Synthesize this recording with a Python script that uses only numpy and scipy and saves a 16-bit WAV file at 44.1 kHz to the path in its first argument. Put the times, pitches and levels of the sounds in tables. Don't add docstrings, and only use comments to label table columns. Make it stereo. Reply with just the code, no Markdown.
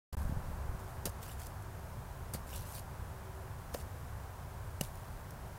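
import sys
import numpy as np
from scipy import signal
from scipy.fft import rfft, irfft, next_fast_len
from scipy.io import wavfile
from scipy.ndimage import uniform_filter1d, map_coordinates

SR = 44100
rng = np.random.default_rng(int(sys.argv[2]) if len(sys.argv) > 2 else 0)


def generate_wav(signal):
    frames = np.transpose(np.atleast_2d(signal))
    scaled = np.clip(frames, -1, 1) * 32767
    pcm = np.round(scaled).astype(np.int16)
    wavfile.write(sys.argv[1], SR, pcm)


N = 246078
TIME = np.arange(N) / SR

# start in seconds, length in seconds, level in dB, drift in dB.
WIND_GUSTS = [(.17, .35, -33.5, -7.5), (.69, .05, -51, 0)]
GUST_ATTACK_S, GUST_T60_S = .055, .3
# time in seconds, suction in dB, half width in seconds.
PORT_EDDIES = [(.255, -20, 0.0014), (.296, -19.5, 0.001), (0.325, -20.5, 0.0011), (0.373, -18.5, 0.0017),
               (.695, -20, 0.0024), (0.75, -24.5, 0.0016)]
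# frequency in Hz, relative density in dB.
BUFFET_SPECTRUM = [(12, 1.5), (35, 7.5), (70, -4), (120, -6.5), (200, -6), (320, -28), (700, -31),
                   (2000, -44.5)]
RUMBLE_SPECTRUM = [(15, -20), (30, 2), (50, -4.5), (70, 4), (82, 0.5), (98, 1), (115, -1.5), (140, -4.5),
                   (175, -11), (260, -18.5), (400, -31), (900, -40)]
RUSH_SPECTRUM = [(120, -8.5), (300, -9), (430, -4), (600, 0), (1000, 1), (1250, -3.5), (1600, -4.5),
                 (2000, -13), (2600, -21.5), (4000, -47), (9000, -50)]
HISS_SPECTRUM = [(300, 9), (2000, 6.5), (4000, 0), (8000, -0.5), (12000, 0), (16000, -2)]
SETTLE_S = 1.13
# time of the peak in seconds, level in dB.
DISTANT_SWELLS = [(.92, -59), (3.35, -62.5)]
HUM_DB, HUM_SWELL_S = -68, 0.14
# start in seconds, length in seconds, level in dB, drift in dB.
GRASS_SWISHES = [(.13, .1, -53.5, -5), (.83, 0.088, -62, -1), (4.88, .3, -64.5, -3)]
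SWISH_ATTACK_S, SWISH_T60_S, GRASS_DB = .08, 0.57, -71

# time in seconds, then splinter, body and crumble levels in dB.
BARK_CRUNCHES = [(1.0565, -29.5, -34.5, -40.5), (2.338, -34, -46, -41.5), (3.7427, -41, -45, -62),
                 (3.7462, -40.5, -35, -60), (4.8119, -28.5, -35, -57)]
SNAP_RISE_S, SNAP_T60_S = 0.00084, .02
CRUMBLE_LAG_S, CRUMBLE_RISE_S, CRUMBLE_T60_S, CRUMBLE_BODY_DB = .006, .002, 0.1, -1.5
# time in seconds, level in dB.
BARK_CHIPS = [(1.094, -44), (1.0983, -50), (1.2303, -42), (1.4685, -40.5), (1.624, -54), (2.559, -46),
              (2.796, -45), (3.823, -54), (4.839, -43), (4.956, -49), (4.974, -53), (5.308, -47.5)]
CHIP_RISE_S, CHIP_T60_S, CHIP_BODY_DB = .0006, .016, -16
# frequency in Hz, relative density in dB.
SPLINTER_SPECTRUM = [(1500, -30), (3600, -13), (4800, 0), (5500, -2.5), (6400, 2.5), (7800, -3),
                     (9300, 3.5), (12000, 1.5), (14500, -1), (16000, -5)]
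BODY_SPECTRUM = [(200, 6.5), (400, 5.5), (750, 1.5), (1500, 3.5), (2100, 0.5), (2500, -2.5), (3500, -2.5),
                 (4500, 2.5), (6000, -4.5), (9000, -16), (16000, -31)]
RASP_SPECTRUM = [(300, -21), (1500, -6), (2400, -1), (2900, -0.5), (3600, -1), (4850, -0.5), (5400, -0.5),
                 (6300, -0.5), (7700, 0.5), (9600, 2), (12500, 1.5), (16000, -4)]
# time in seconds, then trunk, skull and horn levels in dB.
HEAD_BLOWS = [(1.058, -36, -51, -44), (1.0698, -37.5, -34.5, -49), (1.294, -58, -48, -46),
              (2.3477, -33, -37.5, -57), (2.529, -54, -46, -43), (2.548, -50, -56, -49),
              (3.7422, -56, -44, -57), (3.7462, -60, -28, -47), (4.81, -28, -33, -32.5)]
# frequency in Hz, relative level in dB, time to fall 60 dB in seconds.
TRUNK_MODES = [(74.5, 2.5, 0.092), (153.6, 11, 0.053), (189, 3.5, 0.068), (283, -7, 0.033)]
SKULL_MODES = [(515, -2.5, 0.025), (570.5, -1.5, 0.029), (655, -2, 0.023), (794, -22, 0.011),
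               (1165, -23, 0.019)]
HORN_MODES = [(1280, -10, 0.02), (1970, -13, 0.011), (2768, 1, 0.017), (2893, 5, 0.02), (4250, -19, 0.013),
              (4700, -16, 0.015)]
# start in seconds, length in seconds, level in dB, drift in dB.
HORN_STROKES = [(1.235, 0.097, -52, -2.5), (1.403, 0.068, -52, -4.5), (2.485, 0.082, -56, 7),
                (2.58, .05, -53, -1.5), (2.667, .07, -54, -1), (2.753, 0.041, -46, -4.5),
                (3.75, 0.063, -53, -2), (4.842, .035, -50.5, -7)]
STROKE_ATTACK_S, STROKE_T60_S = 0.019, .11

# frequency in Hz, likeness from 0 to 1.
FIELD_LIKENESS = [(100, 1), (500, 0.99), (1200, 0.53), (2500, 0), (5000, 0.032)]
BARK_LIKENESS = [(500, 0.79), (2000, 0.27), (12000, 0.23)]
# frequency in Hz, left over right in dB.
FIELD_PAN = [(100, -1.5), (1300, -2.5), (2500, 0.5), (6000, 1), (14000, 0.5)]
GOAT_PAN = [(100, -0.5), (1300, -2.3), (2900, 0.5), (5500, 3.5), (12000, 6)]
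# frequency in Hz, lead of the left port in radians.
LEFT_LEAD = [(100, 0.21), (500, 0.048), (1200, 0.94), (3000, 0.41), (6000, 0.53), (9000, -0.67),
             (15000, 0.4)]
# time in seconds, gain from 0 to 1.
OPENING_STUTTER = [(.125, 0), (.129, 1), (.149, 1), (.153, 0), (.168, 0), (.170, 1)]
TOP_HZ = 15800


def amp(db):
    return 10 ** (np.asarray(db) / 20)


def unit(x):
    return x / np.sqrt(np.mean(x ** 2) + 1e-20)


def along(points, hz):
    freqs, values = np.transpose(points)
    return np.interp(np.log(hz + 1), np.log(freqs + 1), values)


def white():
    return rng.standard_normal((2, N))


def wobble(rate):
    return map_coordinates(rng.standard_normal(int(N * rate / SR) + 4), [TIME * rate])


def wavering(hz, rate):
    phase = 2 * np.pi * hz * TIME
    return unit(wobble(rate) * np.sin(phase) + wobble(rate) * np.cos(phase))


def fade(t, t60):
    return np.exp(-np.log(1000) * np.maximum(t, 0) / t60)


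def bump(s, width):
    return np.exp(-((TIME - s) / width) ** 2 / 2)


def strike(s, rise, t60):
    return np.exp(-(np.minimum(TIME - s, 0) / (2 * rise)) ** 2) * fade(TIME - s, t60)


def gestures(rows, attack, t60):
    power = np.zeros(N)
    for start, length, db, drift_db in rows:
        t = TIME - start
        swell = np.exp(-(np.minimum(t, 0) / attack) ** 2)
        held = amp(db + drift_db * np.clip(t / length, 0, 1))
        power += (swell * held * fade(t - length, t60)) ** 2
    return np.sqrt(power)


def settling(calm_db, lift_db):
    return calm_db + lift_db * np.exp(-TIME / SETTLE_S)


def filtered(x, response):
    size = next_fast_len(N + SR // 2)
    return irfft(rfft(x, size) * response(np.fft.rfftfreq(size, 1 / SR)), size)[..., :N]


def spread(pair, spectrum, likeness):
    def response(hz):
        angle = np.arccos(np.clip(along(likeness, hz), -1, 1)) / 2
        return amp(along(spectrum, hz)) * [np.cos(angle), np.sin(angle)]
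    mid, side = filtered(pair, response)
    return unit(np.array([mid + side, mid - side]))


def ports(x, pan):
    half = np.array([[.5], [-.5]])
    return filtered(x, lambda hz: amp(half * along(pan, hz)) * np.exp(1j * half * along(LEFT_LEAD, hz)))


def crackle(rate, spread_db, grain_t60, patchy_db, dust=.8):
    fractures = rng.random(N) < rate / SR
    sizes = fractures * amp(spread_db * np.clip(rng.standard_normal(N), -2, 2))
    power = np.abs(signal.fftconvolve(sizes ** 2, fade(TIME[:512], grain_t60) ** 2)[:N])
    grains = signal.stft(white() * np.sqrt(power / power.mean() + dust), nperseg=256)[2]
    patches = uniform_filter1d(rng.standard_normal(grains.shape[1:]), size=3, axis=0)
    patches = uniform_filter1d(patches, size=9, axis=1)
    return unit(signal.istft(grains * amp(patchy_db * unit(patches)), nperseg=256)[1][:, :N])


def ring(modes, attack):
    t = TIME[:SR // 4]
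    ringing = sum(amp(db + rng.standard_normal()) * np.sin(2 * np.pi * hz * t) * fade(t, t60)
                  for hz, db, t60 in modes)
    ringing *= 1 - np.exp(-(t / attack) ** 2)
    return ringing / np.abs(ringing).max()


def wind():
    buffet = amp(1.5 * wobble(12.9)) * spread(white(), BUFFET_SPECTRUM, likeness=[(50, 0.37), (300, .3)])
    flutter = wavering(hz=68.6, rate=24)
    draught = amp(settling(calm_db=-66, lift_db=15))
    strength = np.hypot(draught, gestures(WIND_GUSTS, GUST_ATTACK_S, GUST_T60_S))
    gust = strength * (amp(-1.5) * buffet + amp(-1.0) * flutter)
    suction = -sum(amp(db) * bump(s, width) for s, db, width in PORT_EDDIES)
    low_cut_hz = 20
    eddies = filtered(suction, lambda hz: 1j * hz / (low_cut_hz + 1j * hz))
    return (gust + eddies) * amp([[-12], [0]])


def distant_air():
    rumble_db = settling(calm_db=-46.5, lift_db=1.5) + 0.42 * wobble(4.89)
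    rumble = amp(rumble_db) * spread(white(), RUMBLE_SPECTRUM, FIELD_LIKENESS)
    rush_db = settling(calm_db=-53.2, lift_db=4) + 0.17 * wobble(7)
    rush = amp(rush_db) * spread(white(), RUSH_SPECTRUM, FIELD_LIKENESS)
    return rumble + rush


def distant_hum():
    swells = sum(amp(db) * bump(s, HUM_SWELL_S) for s, db in DISTANT_SWELLS)
    hum = np.hypot(amp(HUM_DB), swells) * wavering(hz=380.5, rate=20)
    drone = amp(-56.5) * wavering(hz=96.2, rate=11) + amp(-58) * wavering(hz=68.9, rate=10)
    return hum + drone


def dry_grass():
    stalks = crackle(rate=270, spread_db=4, grain_t60=.004, patchy_db=2)
    strength = np.hypot(amp(GRASS_DB), gestures(GRASS_SWISHES, SWISH_ATTACK_S, SWISH_T60_S))
    return strength * spread(stalks, RASP_SPECTRUM, FIELD_LIKENESS)


def hiss():
    return amp(-57.5) * spread(white(), HISS_SPECTRUM, likeness=[(1000, 0), (4000, 0)])


def bark_cracks():
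    splinter_power, body_power = np.zeros((2, N))
    for s, splinter_db, body_db, crumble_db in BARK_CRUNCHES:
        snap = strike(s, SNAP_RISE_S, SNAP_T60_S)
        crumble = amp(crumble_db) * strike(s + CRUMBLE_LAG_S, CRUMBLE_RISE_S, CRUMBLE_T60_S)
        splinter_power += (amp(splinter_db) * snap) ** 2 + crumble ** 2
        body_power += (amp(body_db) * snap) ** 2 + (amp(CRUMBLE_BODY_DB) * crumble) ** 2
    for s, db in BARK_CHIPS:
        tick = amp(db) * strike(s, CHIP_RISE_S, CHIP_T60_S)
        splinter_power += tick ** 2
        body_power += (amp(CHIP_BODY_DB) * tick) ** 2
    swarm = crackle(rate=9000, spread_db=2, grain_t60=.0015, patchy_db=2)
    splinters = np.sqrt(splinter_power) * spread(swarm, SPLINTER_SPECTRUM, BARK_LIKENESS)
    body = np.sqrt(body_power) * spread(white(), BODY_SPECTRUM, BARK_LIKENESS)
    return splinters + body


def head_butts():
    blows = np.zeros(N + SR)
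    for s, thud_db, knock_db, horn_db in HEAD_BLOWS:
        thud = amp(thud_db) * ring(TRUNK_MODES, attack=0.0019)
        knock = amp(knock_db) * ring(SKULL_MODES, attack=.003)
        horn = amp(horn_db) * ring(HORN_MODES, attack=0.0014)
        blows[round(s * SR):][:len(thud)] += thud + knock + horn
    return blows[:N]


def horn_rubbing():
    rasp = crackle(rate=700, spread_db=4, grain_t60=.002, patchy_db=3)
    flakes = spread(rasp, RASP_SPECTRUM, likeness=[(500, 0.69), (3000, 0.65), (12000, 0.6)])
    horn = unit(signal.fftconvolve(rasp[0], ring(HORN_MODES, attack=0.0045))[:N])
    strokes = gestures(HORN_STROKES, STROKE_ATTACK_S, STROKE_T60_S)
    return strokes * (flakes * amp([[-.5], [.5]]) + amp(-25.0) * horn)


def scene():
    goat = head_butts() + bark_cracks() + horn_rubbing()
    distance = distant_air() + distant_hum()
    return ports(goat + dry_grass(), GOAT_PAN) + ports(distance + hiss(), FIELD_PAN) + wind()


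def record(dry):
    stutter = np.interp(TIME, *np.transpose(OPENING_STUTTER))
    return filtered(dry * stutter, lambda hz: 1 / np.sqrt(1 + (hz / TOP_HZ) ** 200))


dry = scene()
out = record(dry)
generate_wav(out)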